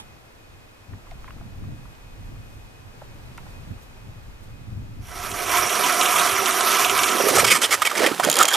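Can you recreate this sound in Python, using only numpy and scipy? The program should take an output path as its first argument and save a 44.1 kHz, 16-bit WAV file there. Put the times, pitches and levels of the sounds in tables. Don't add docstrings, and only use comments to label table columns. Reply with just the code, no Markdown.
import sys
import numpy as np
from scipy import signal
from scipy.fft import rfft, irfft
from scipy.io import wavfile

SR = 44100
rng = np.random.default_rng(int(sys.argv[2]) if len(sys.argv) > 2 else 0)


def to_linear_factor(level_db):
    exponent = np.asarray(level_db, float) / 20
    return 10 ** exponent


def master_out(mix):
    frames = np.transpose(np.atleast_2d(mix))
    ceiling = np.clip(frames, -1, 1)
    pcm = np.round(ceiling * 32767).astype(np.int16)
    wavfile.write(sys.argv[1], SR, pcm)


N = 377496

# (time [s], share [0-1])
FAR_FADE = [(5.0, 0.29), (6.0, 0.21), (7.0, 0.16), (7.6, 0.038)]

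# (time [s], spread [s], thump [dB], deep push [dB])
GUSTS = [(0.03, 0.091, -41.5, -49), (.3, 0.15, -52, -68), (.55, 0.089, -45, -47), (.93, 0.04, -31, -44),
         (1.18, 0.067, -40.5, -33.5), (1.31, 0.025, -41, -53), (1.43, 0.11, -32.5, -36),
         (1.68, 0.16, -28.5, -35), (2.2, 0.08, -39, -37.5), (2.33, 0.15, -32, -36), (2.6, 0.14, -41, -45),
         (2.86, 0.12, -40.5, -54), (3.15, 0.16, -39.5, -46), (3.4, 0.23, -36.5, -37.5),
         (3.59, 0.047, -35, -47), (3.71, 0.046, -25.5, -42), (4.07, 0.15, -35.5, -41),
         (4.29, 0.04, -40, -34.5), (4.48, 0.093, -36.5, -38.5), (4.68, 0.18, -44, -53),
         (4.78, 0.19, -30.5, -39), (5.0, 0.21, -36, -36), (5.15, 0.033, -43, -41), (5.33, 0.044, -32, -37),
         (5.6, 0.24, -37, -48), (6.3, 0.25, -36, -58), (6.95, 0.24, -35.5, -55)]
CALM_DB = -52
UPPER_DB, UPPER_GROWTH = -51.5, 1.16
# (frequency [Hz], level [dB per Hz])
AIR_COLOUR = [(120, -39), (200, -3.5), (372, -5), (550, -5.5), (786, -6.5), (1890, -11), (2550, -13.5),
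              (15700, -30.5)]
AIR_DB = -49
# (time [s], spread [s], cloth [dB], nearby shuffle [dB])
STIRS = [
    (0.0, 0.064, -62, -51),
    (1.109, 0.015, -82, -52),
    (1.27, 0.071, -80, -51),
    (1.9, 0.19, -63, -53),
    (2.26, 0.037, -59, -55),
    (2.53, 0.17, -58, -58),
    (3.05, 0.05, -61, -54),
    (3.5, 0.19, -59, -47.5),
    (3.83, .03, -52, -69),
    (4.44, 0.023, -54, -55),
]
WHINE_HZ, WHINE_DB, WHINE_WIDTH_HZ = 2514, -60, 23
# (frequency [Hz], likeness [0-1], left leads by [rad])
PORTS = [(40, 0.67, 0.25), (131, 0.5, 0.7), (305, 0.19, 0.3), (890, 0.14, 2.5), (2830, 0.49, 2.5),
         (8000, 0.4, 1.5), (10900, 0.37, 2), (11600, 0.88, -18)]
# (time [s], peak [dB], low edge [Hz], high edge [Hz], decay [s])
TICKS = [(.933, -37, 902, 1900, 0.011), (1.068, -42, 900, 1500, 0.013), (1.111, -36, 1800, 5500, 0.0087),
         (1.115, -34.5, 604, 1060, 0.018), (1.243, -29, 900, 2520, 0.0087), (1.256, -47, 2820, 4530, .008),
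         (1.278, -33, 930, 2500, 0.022), (1.306, -29.5, 930, 2560, 0.0095), (1.307, -41, 1900, 2800, 0.01),
         (1.365, -49, 554, 850, 0.011), (1.381, -44, 1000, 2500, .01), (1.41, -37, 605, 1600, 0.023),
         (1.639, -43, 898, 1500, 0.0089), (1.532, -47, 1500, 4200, 0.008), (1.854, -41, 906, 1500, 0.011),
         (1.95, -45, 1800, 6000, 0.012), (1.985, -45, 900, 2400, 0.01), (2.36, -46, 1000, 2800, 0.01),
         (3.016, -35, 950, 1700, 0.012), (3.017, -29.5, 490, 1110, 0.014), (3.376, -34, 2500, 12900, 0.012),
         (3.379, -26, 816, 2700, 0.022), (3.378, -31, 1540, 2780, 0.016), (3.464, -36, 600, 1700, .01)]

# (time [s], spread [s], slush [dB], trickle [dB], air pocket pitch [Hz])
SURGES = [(7.18, 0.074, -28, -47, 426), (7.32, 0.16, -18.5, -42, 475), (7.42, 0.065, -23, -24.5, 503),
          (7.5, 0.02, -28, -33, 403), (7.82, 0.018, -44, -31, 335), (7.634, 0.022, -24.5, -23, 410),
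          (7.73, 0.022, -40, -25.5, 711), (8.038, 0.061, -17, -20, 450), (8.272, 0.051, -20, -24.5, 470),
          (8.404, 0.056, -23, -19, 534), (8.56, 0.042, -28, -23.5, 780)]
WET_FROM_S, DRIP_DB = 7.08, -34.5
# (time [s], peak [dB], pitch [Hz])
GULPS = [(7.15, -15, 400), (7.208, -13.5, 390), (7.242, -12.5, 380), (7.258, -13, 420), (7.352, -10, 400),
         (7.434, -14, 460), (7.5, -16, 383), (7.288, -7.5, 517), (7.31, -12, 397), (7.386, -4.5, 562),
         (8.004, -8, 404), (8.022, -9, 565), (8.042, -10, 414), (8.115, -12.5, 310), (8.197, -9.5, 710),
         (8.272, -9, 565), (8.286, -7.5, 606), (8.55, -12.5, 820)]
# (time [s], spread [s], level [dB], pitch [Hz])
HEAVES = [
    (7.41, 0.056, -28, 110),
    (7.54, 0.029, -35, 160),
    (7.75, 0.1, -48, 80),
    (8.0, 0.064, -46, 200),
    (8.13, 0.052, -43, 200),
    (8.27, 0.036, -32, 170),
    (8.41, 0.031, -44, 200),
]

# (time [s], peak [dB], decay [s], ring [dB])
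RATTLE = [(8.2023, -18, 0.011, -10), (8.2415, -8.5, 0.014, -5), (8.2485, -7, 0.023, -3),
          (8.2992, -2.5, 0.03, -6.5), (8.3145, -6, 0.02, -5), (8.3275, -5, 0.025, -4),
          (8.3406, -10, 0.02, 3), (8.3563, -11, 0.022, 5), (8.3682, -4.5, 0.02, 1), (8.3885, -2, 0.023, -4),
          (8.4069, -9, 0.016, 2), (8.417, -7, 0.014, -3), (8.428, -1, 0.02, -5), (8.433, -4, 0.017, -8),
          (8.454, -2, 0.017, -6), (8.4847, -7.5, 0.02, -2), (8.496, -18, 0.02, 6), (8.507, -13, 0.012, 3),
          (8.514, -18, 0.02, 6), (8.526, -13, 0.017, 3), (8.534, -10, 0.018, 5), (8.539, -12, 0.026, 3),
          (8.548, -15, 0.027, 5)]
# (frequency [Hz], width [Hz], level [dB])
FLIGHT_NOTE = [(3240, 35, 1.5), (3460, 60, -5)]
# (frequency [Hz], width [Hz], level [dB])
WET_STEEL = [(1500, 110, -16), (5340, 300, -12), (6850, 300, 2), (7700, 600, 1), (9400, 400, -16)]

# (time [s], length [s], hiss [dB], ring pitch [Hz], ring [dB])
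RUBS = [(7.345, 0.028, -17, 1300, -31), (7.381, 0.006, -17, 500, -27), (7.39, 0.016, -20.5, 2270, -26),
        (7.438, 0.016, -18, 1300, -25), (7.462, 0.017, -15.5, 2830, -39), (7.478, 0.012, -20, 2000, -33),
        (7.498, 0.027, -11, 2050, -38), (7.525, 0.045, -21, 1900, -24), (7.584, 0.0034, -29, 8300, -32),
        (7.611, 0.021, -19, 6350, -33), (7.627, 0.034, -19.5, 3150, -25), (7.704, 0.03, -20, 2020, -26),
        (7.725, 0.024, -19.5, 1310, -28), (7.817, 0.0072, -18, 1290, -21), (7.848, 0.0074, -21, 2510, -23),
        (7.858, 0.014, -16, 2210, -21), (7.898, 0.006, -31, 2000, -33), (7.912, 0.008, -29, 1250, -32),
        (7.95, 0.011, -27, 1850, -23.5), (7.967, 0.013, -24, 2200, -28), (7.991, 0.0073, -25, 1900, -22),
        (8.024, 0.026, -36, 1820, -20), (8.059, 0.013, -19.5, 2510, -18), (8.11, 0.018, -49, 1300, -26),
        (8.196, 0.006, -27, 1000, -19.5), (8.227, 0.022, -28, 1500, -26.5), (8.388, 0.041, -21, 1320, -20),
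        (8.478, 0.01, -18.5, 6500, -30), (8.502, 0.032, -34, 1580, -23), (8.534, 0.018, -22.5, 3400, -26.5)]
# (frequency [Hz], level [dB per Hz])
RUB_COLOUR = [(240, -26), (400, -5.5), (945, -14.5), (1260, -5), (2300, -6), (6840, -7), (11200, -8),
              (15700, -20.5)]
# (frequency [Hz], width [Hz], level [dB])
RIM_STEEL = [(1250, 130, 2), (1900, 90, 2), (2208, 80, 0.5), (2510, 80, -6), (3106, 180, -1.5),
             (3810, 150, -5), (5040, 200, -8), (6100, 200, 0), (7000, 200, -8), (7200, 180, -4),
             (8310, 250, -6), (9530, 250, -5), (11600, 250, -15), (12300, 250, -13)]

# (time [s], spread [s], extra hiss [dB], extra ring [dB])
PUSHES = [
    (5.25, 0.068, -25, -21),
    (5.559, 0.095, -19, -11),
    (5.87, 0.088, -24.5, -18),
    (6.179, 0.18, -20.5, -15.5),
    (6.5, 0.046, -25, -21),
    (6.75, 0.15, -20.5, -17),
    (6.981, 0.048, -26, -14),
    (7.292, 0.021, -19, -24),
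]
HISS_DB, RING_DB, HUM_DB = -25, -22, -27.5
AUGER_IN_S, AUGER_FULL_S = 5.003, 5.887
BREAK_S, BREAK_DB_PER_S = 7.42, 400
STEEL_DAMPED_S, DAMP_DB_PER_S = 7.17, 42
# (frequency [Hz], level [dB per Hz])
SHAVING_COLOUR = [(320, -19.5), (640, -10), (867, -14.5), (1200, -1.5), (1440, -6.5), (4340, -15),
                  (11300, -15), (15700, -24.5)]
# (time [s], peak [dB])
SNAGS = [(5.2367, -23.5), (5.3151, -18.5), (5.461, -20), (5.4927, -15), (5.693, -13), (5.7241, -16.5),
         (5.8369, -13), (6.011, -8), (6.056, -9), (6.1572, -11), (6.196, -6.5), (6.301, -20), (6.458, -5.5),
         (6.509, -11.5), (6.6071, -6.5), (6.847, -7.5), (6.8965, -10), (6.9884, -7), (7.034, -9),
         (7.0875, -7.5), (7.116, -11), (7.169, -14), (7.2068, -17)]
# (frequency [Hz], width [Hz], level [dB])
SHAFT = [(200, 67, -9.5), (387.4, 30, -0.5), (533, 81, -8.5), (710.4, 24, 3.5), (800, 44, -12)]
# (frequency [Hz], width [Hz], level [dB])
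BLADE = [(978, 47, 12), (1070, 67, 11.5), (1196, 58, 11.5), (1322, 24, 13.5), (1584, 77, 7),
         (1700, 44, 3.5), (1985, 47, 6.5), (2280, 68, 10), (2500, 120, 7), (3150, 180, 7), (3560, 250, 6)]
# (frequency [Hz], width [Hz], level [dB])
EDGE = [(4850, 72, -11), (5470, 45, -8), (5660, 55, 3), (5920, 190, -5), (6130, 60, -6), (6430, 95, -8),
        (6830, 60, -8)]

# (frequency [Hz], left minus right [dB])
LEAN = [(110, -1), (200, -8.5), (550, -12), (1290, -6.5), (2380, -5), (4400, -2), (8120, -4.5),
        (15000, -0.5)]
# (frequency [Hz], likeness [0-1])
LIKENESS = [(100, 0.69), (300, 0.97), (1000, 0.98), (4000, 0.98), (9000, 0.94), (10800, 0.77),
            (11500, 0.99)]


def rms_one(x):
    return x / np.sqrt(np.mean(x ** 2) + 1e-20)


def in_time(s, values):
    return np.interp(np.arange(N) / SR, s, values)


def swells(s, spread_s, db, rest_db):
    clock = np.arange(0, N / SR + .01, .002)
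    power = to_linear_factor(2 * rest_db)
    for at, wide, top in zip(s, spread_s, db):
        power = power + to_linear_factor(2 * (top - 10 * np.abs(clock - at) / wide))
    return in_time(clock, 10 * np.log10(power))


def decays(rows, decay_s):
    env = np.zeros(N)
    for (s, db), length in zip(rows, decay_s):
        at = round(s * SR)
        env[at:] += to_linear_factor(db - 60 * np.minimum(np.arange(N - at) / SR / length, 4))
    return env


def drift(rate):
    r = np.exp(-32 * np.pi * rate / SR)
    slow = signal.lfilter([1], [1, -2 * r, r * r], rng.standard_normal(N // 16 + 3002))[3000:]
    return np.interp(np.arange(N) / 16, np.arange(len(slow)), rms_one(slow))


def grains(per_s, spread_db):
    sizes = to_linear_factor(spread_db * np.minimum(rng.exponential(1, N), 5)) * rng.choice([-1, 1], N)
    return rms_one(sizes * (rng.random(N) < per_s / SR))


def at_hz(points, column=1):
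    hz = np.maximum(np.fft.rfftfreq(N, 1 / SR), 1)
    points = np.array(points)
    return np.interp(np.log(hz), np.log(points[:, 0]), points[:, column])


def coloured(x, spectrum):
    return rms_one(irfft(rfft(x) * to_linear_factor(at_hz(spectrum)), N))


def band_pass(x, low_hz, high_hz, order=2):
    return signal.sosfilt(signal.butter(order, [low_hz, high_hz], "band", fs=SR, output="sos"), x)


def band(x, low_hz, high_hz):
    return rms_one(band_pass(x, low_hz, high_hz))


def resonance(x, hz, width_hz):
    r = np.exp(-np.pi * width_hz / SR)
    poles = [1, -2 * r * np.cos(2 * np.pi * hz / SR), r * r]
    return signal.lfilter(np.array([1, 0, -1]) * (1 - r * r) / 2, poles, x + 1e-18)


def body(x, modes, patchy_db=0, rate=8):
    out = np.zeros(N)
    for k, (hz, width, db) in enumerate(modes):
        fed = x * to_linear_factor(patchy_db * drift(rate))
        out += (-1) ** k * to_linear_factor(db) / np.sqrt(width) * resonance(fed, hz, width)
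    return out


def wind(white, thump_db, deep_db):
    lumps = to_linear_factor(2.4 * drift(28))
    upper_db = UPPER_DB + UPPER_GROWTH * (thump_db + 40.5)
    deep = to_linear_factor(deep_db) * band(white[0], 13.0, 55.0)
    upper = to_linear_factor(upper_db + 1.5) * rms_one(lumps * band(white[2], 134, 271))
    bursts = white[1] + 0.81 * grains(45, spread_db=2.5)
    thump = to_linear_factor(thump_db) * rms_one(lumps * band(bursts, 79.0, 129.7))
    return deep + upper + thump


def motor_tone():
    phase = 2 * np.pi * WHINE_HZ * np.arange(N) / SR + 2.2 * drift(3.3)
    return np.sin(phase) * to_linear_factor(2.5 * drift(2.7))


def ticks():
    out, span = np.zeros(N), np.arange(SR // 10) / SR
    noise = rng.standard_normal((len(TICKS), len(span)))
    for (s, db, low_hz, high_hz, decay_s), white in zip(TICKS, noise):
        burst = (1.4 * (span == 0) + 0.43 * white) * to_linear_factor(-30 * span / decay_s)
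        tick = band_pass(burst, low_hz, high_hz, order=3)
        ring_gain = 4.0 * min(1, (900 / low_hz) ** 2)
        tick += ring_gain * resonance(tick, 1.16 * low_hz, 0.27 * low_hz)
        at = round((s + 0.00039) * SR)
        out[at:at + len(span)] += to_linear_factor(db + 8.5) * tick / np.abs(tick).max()
    return out


def far_scene():
    s, spread_s, thumps, pushes = np.transpose(GUSTS)
    thump_db = swells(s, spread_s, thumps, CALM_DB)
    deep_db = swells(s, 1.9 * spread_s, pushes, CALM_DB)
    s, spread_s, cloth, shuffle = np.transpose(STIRS)
    air_db = swells(s, 4.7 * spread_s, shuffle, AIR_DB)
    rustle_db = swells(s, spread_s, cloth, -95)
    tone = motor_tone()
    pair = []
    for side in range(2):
        white = rng.standard_normal((4, N))
        air = to_linear_factor(air_db + 2.5) * coloured(white[3], AIR_COLOUR)
        rustle = to_linear_factor(rustle_db) * band(white[2], 3500, 13000)
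        breath = 0.74 * rms_one(resonance(white[0], WHINE_HZ, WHINE_WIDTH_HZ))
        whine = to_linear_factor(WHINE_DB) * (tone + breath)
        pair.append(rfft(wind(white, thump_db, deep_db) + air + rustle + whine))
    alike = np.clip(at_hz(PORTS), 0, 1)
    lag = np.exp(-1j * at_hz(PORTS, column=2))
    right = alike * lag * pair[0] + np.sqrt(1 - alike ** 2) * pair[1]
    return to_linear_factor(6.0) * irfft([pair[0], right], N) + ticks()


def bubbles(per_s, pitches, sharpness, weight):
    clicks, dealt = grains(per_s, spread_db=3.5), rng.integers(0, len(pitches), N)
    return sum(resonance(clicks * (dealt == k) * weight(hz), hz, hz / sharpness)
               for k, hz in enumerate(pitches))


def gulps():
    out, clock = np.zeros(N + SR), np.arange(SR // 10) / SR
    shape = np.minimum(clock / 0.0025, 1) * to_linear_factor(-60 * clock / 0.026)
    for s, db, hz in GULPS:
        at = round(s * SR)
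        out[at:at + len(clock)] += to_linear_factor(db) * shape * np.sin(2 * np.pi * hz * clock * (1 + 1.2 * clock))
    return out[:N]


def heaves():
    white, out = rng.standard_normal(N), np.zeros(N)
    for s, spread_s, db, hz in HEAVES:
        boom = resonance(resonance(white, hz, 0.8 * hz), hz, 0.8 * hz)
        out += to_linear_factor(swells([s], [spread_s], [db], -90)) * rms_one(boom)
    return out


def water():
    s, spread_s, slushes, trickles, pitches_hz = np.transpose(SURGES)
    dry_db = -400 * np.maximum(WET_FROM_S - np.arange(N) / SR, 0)
    slush_db = dry_db + swells(s, spread_s, slushes, -60)
    trickle_db = dry_db + swells(s, spread_s, trickles, DRIP_DB)
    pocket_hz = np.maximum(in_time(s, pitches_hz), 100)

    def near_pocket(hz):
        return np.exp(-(np.log(hz / pocket_hz) / 0.45) ** 2) * (hz / 500) ** -.8

    slush = bubbles(350, np.geomspace(260, 900, 11), 7.3, near_pocket)
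    trickle = bubbles(9000, np.geomspace(700, 12000, 14), 0.87, lambda hz: (hz / 1000) ** -1.1)
    spray_db = dry_db - 41.5 + 0.16 * (trickle_db + 33.5)
    out = to_linear_factor(spray_db) * band(grains(17000, spread_db=1.0), 4900, 12600)
    out += to_linear_factor(slush_db - 4.5) * rms_one(slush) + gulps()
    return out + to_linear_factor(trickle_db) * rms_one(trickle) + to_linear_factor(dry_db) * heaves()


def rattle():
    s, db, decay_s, ring_db = np.transpose(RATTLE)
    white = rng.standard_normal(N)
    knocks = white * (decays(zip(s, db), decay_s) + 1.8 * decays(zip(s, db), 0.18 * decay_s))
    crack = band_pass(knocks, 2200, 11500)
    note = body(white * decays(zip(s, db + ring_db), 0.5 * decay_s), FLIGHT_NOTE)
    steel = body(knocks, WET_STEEL, patchy_db=4.0, rate=55)
    return to_linear_factor(-7.5) * crack + to_linear_factor(32.5) * note + to_linear_factor(16.5) * steel


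def rubs():
    hiss, rings = np.zeros(N), np.zeros(N)
    chips = grains(6000, spread_db=3.0) * to_linear_factor(2.2 * drift(94))
    clock = np.arange(SR // 5) / SR
    for s, length, hiss_db, hz, ring_db in RUBS:
        at = round(s * SR)
        shape = np.clip(clock / (0.34 * length), 0, 1) * to_linear_factor(-1500 * np.maximum(clock - length, 0))
        burst = chips[at:at + len(clock)] * shape[:N - at]
        hiss[at:at + len(clock)] += to_linear_factor(hiss_db) * burst
        width = 45 + 0.069 * hz
        ring_gain = to_linear_factor(ring_db) * np.sqrt(SR / np.pi / width)
        rings[at:at + len(clock)] += ring_gain * resonance(burst, hz, width)
    level = np.sqrt(np.mean(hiss ** 2))
    steel = to_linear_factor(-1.5) * rms_one(body(hiss, RIM_STEEL, patchy_db=4.5, rate=13.4))
    ice = to_linear_factor(-2.5) * band(coloured(hiss, RUB_COLOUR), 250, 21300)
    return level * (ice + steel) + rings


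def shaving(chips):
    sizes = [(hz, 0.3 * hz, 10 * np.log10(hz)) for hz in np.geomspace(300, 13000, 11)]
    return coloured(body(chips, sizes, patchy_db=1.54, rate=16.4), SHAVING_COLOUR)


def snags(chips):
    return to_linear_factor(-9.5) * decays(SNAGS, np.full(len(SNAGS), .06)) * band(chips, 1200, 5900)


def cutting():
    s, spread_s, hisses, rings = np.transpose(PUSHES)
    clock = np.arange(N) / SR
    share = np.clip((clock - AUGER_IN_S) / (AUGER_FULL_S - AUGER_IN_S), 1e-6, 1)
    heard_db = 20 * np.log10(share) - BREAK_DB_PER_S * np.maximum(clock - BREAK_S, 0)
    steel_db = heard_db - DAMP_DB_PER_S * np.maximum(clock - STEEL_DAMPED_S, 0)
    hiss_db = heard_db + swells(s, spread_s, hisses, HISS_DB)
    ring_db = steel_db + swells(s, spread_s, rings, RING_DB)
    edge_db = 0.6 * hiss_db - 19 + 0.38 * heard_db
    bite = to_linear_factor(0.72 * drift(2.85) + 1.0 * drift(38))
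    chips = rms_one(bite * grains(9000, spread_db=2.8))
    shocks = rms_one(bite * grains(9000, spread_db=2.8))
    hiss = to_linear_factor(hiss_db + 1.0) * shaving(chips)
    blade = to_linear_factor(ring_db - 7) * rms_one(body(shocks, BLADE, patchy_db=2.5, rate=18))
    edge = to_linear_factor(edge_db) * rms_one(body(shocks, EDGE, patchy_db=2.2, rate=10.6))
    shaft = to_linear_factor(steel_db + HUM_DB - 3.0) * rms_one(body(shocks, SHAFT, patchy_db=1.5, rate=9.7))
    return hiss + blade + edge + snags(chips) + shaft


def placed(x):
    echoes = rng.standard_normal(SR // 8) * to_linear_factor(-60 * np.arange(SR // 8) / SR / .09)
    alike, lean = at_hz(LIKENESS), to_linear_factor(at_hz(LEAN) / 2)
    direct = rfft(band_pass(x, 70, 15000, order=4))
    scatter = direct * rfft(echoes / np.linalg.norm(echoes), N)
    mid, side = np.sqrt((1 + alike) / 2) * direct, np.sqrt((1 - alike) / 2) * scatter
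    return irfft([lean * (mid + side), (mid - side) / lean], N)


def scene():
    fade = in_time(*np.transpose(FAR_FADE))
    auger = cutting() + rubs() + rattle() + water()
    return fade * far_scene() + (fade < 1) * placed(auger)


def top_cut(x):
    return signal.sosfilt(signal.butter(12, 15810, fs=SR, output="sos"), x)


def record(dry):
    rounded = .95 * np.tanh(dry / .95)
    finished = signal.sosfilt(signal.cheby2(10, 60, 16500, fs=SR, output="sos"), rounded)
    return top_cut(finished)


dry = scene()
out = record(dry)
master_out(out)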